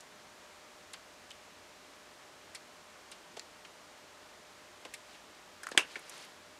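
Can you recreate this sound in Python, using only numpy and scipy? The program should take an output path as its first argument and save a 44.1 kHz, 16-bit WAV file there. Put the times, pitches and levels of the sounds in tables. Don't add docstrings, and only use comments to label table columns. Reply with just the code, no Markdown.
import sys
import numpy as np
from scipy import signal
from scipy.fft import rfft, irfft, next_fast_len
from scipy.io import wavfile
from scipy.ndimage import uniform_filter1d

SR = 44100
rng = np.random.default_rng(int(sys.argv[2]) if len(sys.argv) > 2 else 0)


def master(y):
    cut = np.clip(np.atleast_2d(y).T, -1, 1)
    pcm = np.round(cut * 32767)
    wavfile.write(sys.argv[1], SR, pcm.astype(np.int16))


def amplitude_ratio(level_db):
    exponent = np.asarray(level_db, float) / 20
    return 10 ** exponent


N = 290707

# f/Hz, density/dB [per Hz]
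HISS_SPECTRUM = [(15, -56), (25, -31), (40, -17.5), (82, -13.5), (114, -16), (175, -9.5), (363, -6.5),
                 (394, -6.5), (531, -7), (591, -7), (641, -6.5), (1130, -6.5), (7110, -17.5), (13600, -31),
                 (16000, -41)]
# f/Hz, width/Hz, rms/dB
DRONE_BANDS = [(56.9, 1.7, -87), (90.5, 6, -80.5)]
# f/Hz, density/dB [per Hz]
CLOTH_SPECTRUM = [(300, -5), (1000, -2), (2500, -1), (4500, -2), (8000, -13), (12000, -17), (15000, -29)]
# start t/s, hold/s, level/dB
STROKES = [
    (5.09, .06, -62),
    (5.91, .04, -57),
    (6.052, .02, -65),
    (6.124, .12, -55),
    (6.30, .03, -70),
]
# t/s, peak level/dB, t60/s
THUMPS = [
    (3.3710, -37.5, 0.029),
    (4.8510, -39.5, .06),
    (5.7172, -32.5, 0.011),
    (5.7490, -34, 0.02),
    (5.7744, -26.5, 0.013),
    (5.9610, -40.5, 0.066),
]
# t/s, peak level/dB, f/Hz, width/Hz
PRESSES = [(.9343, -39.5, 3820, 1800), (.9350, -41, 2000, 1400), (.9380, -43, 1090, 700),
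           (2.5500, -35.5, 4000, 3500), (3.1170, -40, 2300, 3000), (3.3675, -37, 2780, 3500),
           (4.94, -39, 3200, 3000), (5.144, -47.5, 2400, 1500), (5.716, -40, 3420, 2500),
           (4.850, -38, 1500, 2500), (3.649, -45.5, 2200, 3500), (5.6325, -40, 4500, 4000),
           (5.667, -43, 3500, 3500), (5.9570, -37, 2200, 3000)]
# t/s, peak level/dB, f/Hz, t60/s
TAPS = [(1.309, -38, 2800, .02), (1.3154, -37.5, 3200, .025), (2.5485, -40.5, 2000, 0.075),
        (3.3955, -30.5, 4370, .021), (3.395, -41, 2000, .05), (3.6494, -41, 2490, .042),
        (4.8508, -39, 2480, .03), (4.9385, -36.5, 2060, 0.065), (5.6332, -36.5, 1500, .07),
        (5.6692, -25.5, 1490, 0.014), (5.6877, -37, 1430, .032), (5.7180, -36.5, 1600, 0.041),
        (5.9568, -29, 1920, 0.044)]
# t/s, peak level/dB, f/Hz, t60/s
CRACKS = [(.0064, -37.5, 5760, .033), (.9337, -33, 8500, .034), (1.3053, -37, 5000, .02),
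          (1.3152, -38, 6000, .015), (2.5485, -33.5, 8500, 0.056), (3.116, -36, 7900, .034),
          (3.3674, -45, 7000, .054), (3.3950, -31, 6500, .015), (4.8155, -50, 8000, .02),
          (4.851, -39.5, 7000, .036), (4.9390, -31.5, 8500, 0.042), (5.633, -34, 9000, .03),
          (5.6685, -31, 8000, .018), (5.689, -38, 8500, 0.038), (5.7150, -33.5, 6500, .028),
          (5.9680, -45, 6500, .03), (5.9935, -39.5, 10000, .03), (6.096, -29.5, 7800, .025),
          (6.1400, -46.5, 9900, .03), (6.1780, -41, 8500, .03), (6.2495, -44, 9500, .02)]
# f/Hz, width/Hz, peak level/dB, t60/s
AFTER_RING = [(410, 340, -34, 0.17), (1010, 410, -32.5, 0.13), (1500, 690, -28, 0.17),
              (2300, 430, -22, 0.12), (2740, 400, -20.5, .15), (3550, 600, -33.5, 0.16),
              (5450, 2100, -29, 0.13), (8500, 4200, -27, 0.11), (12500, 3000, -42, .07)]
# f/Hz, level/dB, t60/s
CAP_MODES = [(366, -15, 0.014), (1300, -11, 0.0092), (1620, -4, 0.012), (2240, 2.5, 0.015),
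             (2790, 1, 0.0091), (3490, 1, 0.0059), (4930, -12, 0.0076), (6030, -10.5, 0.0071),
             (7430, -.4, 0.0042), (9000, 0, 0.0052), (10800, -9, 0.0055), (14200, -30, .006)]
# t/s, level/dB
CAP_HITS = [
    (5.7762, -8.5),
    (5.7768, -12),
    (5.7776, -15),
    (5.781, -18),
]

HISS_DB = -56
WHINE_HZ, WHINE_DB, WANDER_HZ = 603.6, -68.5, 1.11
ROOM_DB, ROOM_T60_S, ROOM_GAP_S, WALL_CUT_HZ = -16, 0.25, 0.003, 6000
SWELL_DB_PER_S, FADE_DB_PER_S = 170, 260
CLOTH_DB, CATCH_DB, CATCHES_PER_S = 2.0, -10, 700
TABLE_HZ, TABLE_WIDTH_HZ, THUMP_RISE_PER_T60 = 380, 450, 0.047
PRESS_T60_S, PRESS_RISE_S = 0.05, 0.0032
TAP_WIDTH_PER_HZ, TAP_RISE_S = 0.36, 0.00058
CRACK_WIDTH_HZ, CRACK_RISE_S, CRACK_CONTACT = 4400, 0.00026, 6.0
CONTACT_S = 0.0047
TICK_LEN, AFTER_LEN = 4096, 8192
HIT_DB, HIT_SPREAD_DB, AFTER_RISE_S = -3.0, 2.0, 0.0016
MIC_LOW_HZ, MIC_TOP_HZ = 151, 11100
SIDE_DB, SIDE_HZ = -30, 4500
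CUTOFF_HZ = 16600


def rms_one(x):
    return x / np.sqrt(np.mean(x ** 2) + 1e-20)


def peak_one(x):
    return x / np.max(np.abs(x))


def coloured(spectrum):
    size = next_fast_len(N)
    hz, db = np.transpose(spectrum)
    bins_hz = np.maximum(np.arange(size // 2 + 1) * SR / size, 1)
    gain = amplitude_ratio(np.interp(np.log(bins_hz), np.log(hz), db))
    white = rfft(rng.standard_normal(size))
    return rms_one(irfft(white * gain, size)[:N])


def resonance(x, hz, width_hz):
    r = np.exp(-np.pi * width_hz / SR)
    gain = (1 - r * r) / 2
    return signal.lfilter([gain, 0, -gain], [1, -2 * r * np.cos(2 * np.pi * hz / SR), r * r], x)


def steep_resonance(x, hz, width_hz):
    return resonance(resonance(x, hz, width_hz), hz, width_hz)


def ring(clicks, hz, t60_s):
    r, w = amplitude_ratio(-60 / (t60_s * SR)), 2 * np.pi * hz / SR
    return signal.lfilter([0, np.sin(w)], [1, -2 * r * np.cos(w), r * r], clicks + 1e-18)


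def burst(noise, hz, width_hz, t60_s, rise_s, contact=0.0):
    t = np.arange(len(noise)) / SR
    decay = amplitude_ratio(-60 * t / max(t60_s, 0.004))
    rise = 1 - np.exp(-t / max(rise_s, 1e-4))
    force = noise * decay * rise
    force[2] += contact
    return peak_one(steep_resonance(force, hz, 1.33 * width_hz))


def background():
    drone = np.zeros(N)
    for hz, width_hz, db in DRONE_BANDS:
        drone += amplitude_ratio(db) * rms_one(steep_resonance(rng.standard_normal(N), hz, width_hz))
    wander = rms_one(uniform_filter1d(rng.standard_normal(N), size=6000))
    phase = 2 * np.pi * np.cumsum(WHINE_HZ + WANDER_HZ * wander) / SR
    whine = amplitude_ratio(WHINE_DB) * np.sqrt(2) * np.sin(phase)
    hiss = amplitude_ratio(HISS_DB) * coloured(HISS_SPECTRUM)
    return hiss + drone + whine


def room(x):
    t = np.arange(SR // 2) / SR
    tail = rng.standard_normal(len(t)) * amplitude_ratio(-60 * t / ROOM_T60_S) * (t > ROOM_GAP_S)
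    dull = np.exp(-2 * np.pi * WALL_CUT_HZ / SR)
    tail = signal.lfilter([1 - dull], [1, -dull], tail)
    tail /= np.sqrt(np.sum(tail ** 2))
    return amplitude_ratio(ROOM_DB) * signal.fftconvolve(x, tail)[:N]


def brush():
    t = np.arange(N) / SR
    level = np.zeros(N)
    for start_s, hold_s, db in STROKES:
        swell_db = SWELL_DB_PER_S * np.maximum(start_s - t, 0)
        fade_db = FADE_DB_PER_S * np.maximum(t - start_s - hold_s, 0)
        level += amplitude_ratio(db - swell_db - fade_db)
    sizes = amplitude_ratio(3 * np.minimum(rng.exponential(1, N), 4)) * rng.choice([-1, 1], N)
    caught = rng.random(N) < CATCHES_PER_S / SR
    catches = resonance(sizes * caught, 7300, 5000)
    return level * (amplitude_ratio(CLOTH_DB) * coloured(CLOTH_SPECTRUM) + amplitude_ratio(CATCH_DB) * rms_one(catches))


def ticks():
    knocks = []  # t/s, level/dB, f/Hz, width/Hz, t60/s, rise/s
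    for s, db, hz, t60_s in TAPS:
        knocks.append((s, db, hz, TAP_WIDTH_PER_HZ * hz, t60_s, TAP_RISE_S))
    for s, db, hz, width_hz in PRESSES:
        knocks.append((s, db, hz, width_hz, PRESS_T60_S, PRESS_RISE_S))
    for s, db, t60_s in THUMPS:
        knocks.append((s, db, TABLE_HZ, TABLE_WIDTH_HZ, t60_s, THUMP_RISE_PER_T60 * t60_s))

    events = []
    for s, db, hz, t60_s in CRACKS:
        events.append((s, db, hz, CRACK_WIDTH_HZ, t60_s, CRACK_RISE_S, CRACK_CONTACT))
    for knock in knocks:
        rise_s = knock[-1]
        events.append((*knock, CONTACT_S / max(rise_s, 3e-4)))

    out = np.zeros(N + TICK_LEN)
    slip_noise = rng.standard_normal((64, TICK_LEN))
    for (s, db, *colour), slips in zip(events, slip_noise):
        at = round(s * SR)
        out[at:at + TICK_LEN] += amplitude_ratio(db) * burst(slips, *colour)
    return out[:N]


def snap():
    s, db = np.transpose(CAP_HITS)
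    at = np.round(s * SR).astype(int)
    facing = rng.choice([-1, 1], len(at))
    out = np.zeros(N)
    for k, (hz, level_db, t60_s) in enumerate(CAP_MODES):
        spread_db = rng.normal(0, HIT_SPREAD_DB, len(at))
        clicks = np.zeros(N)
        clicks[at] = amplitude_ratio(db + HIT_DB + level_db + spread_db) * facing * (-1) ** k
        out += ring(clicks, hz, t60_s)
    for hz, width_hz, level_db, t60_s in AFTER_RING:
        noise = rng.standard_normal(AFTER_LEN)
        out[at[0]:at[0] + AFTER_LEN] += amplitude_ratio(level_db) * burst(noise, hz, width_hz, t60_s, AFTER_RISE_S)
    return out


def microphone(x):
    x = signal.sosfilt(signal.butter(6, MIC_LOW_HZ, "high", fs=SR, output="sos"), x)
    return signal.sosfilt(signal.butter(2, MIC_TOP_HZ, fs=SR, output="sos"), x)


def scene():
    handling, hit = ticks(), snap()
    mono = microphone(handling + room(handling) + hit + brush()) + background()
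    high = signal.butter(6, SIDE_HZ, "high", fs=SR, output="sos")
    treble = signal.sosfilt(high, microphone(hit))
    signs = rng.choice([-1, 1], N // 64 + 1).repeat(64)[:N]
    side = amplitude_ratio(SIDE_DB) * treble * signs
    return mono + side * [[1], [-1]]


def roll_off(x):
    return signal.sosfilt(signal.butter(12, 16430, fs=SR, output="sos"), x)


def record(dry):
    low = signal.cheby2(12, 60, CUTOFF_HZ, fs=SR, output="sos")
    mix = signal.sosfilt(low, dry)
    return roll_off(mix)


dry = scene()
out = record(dry)
master(out)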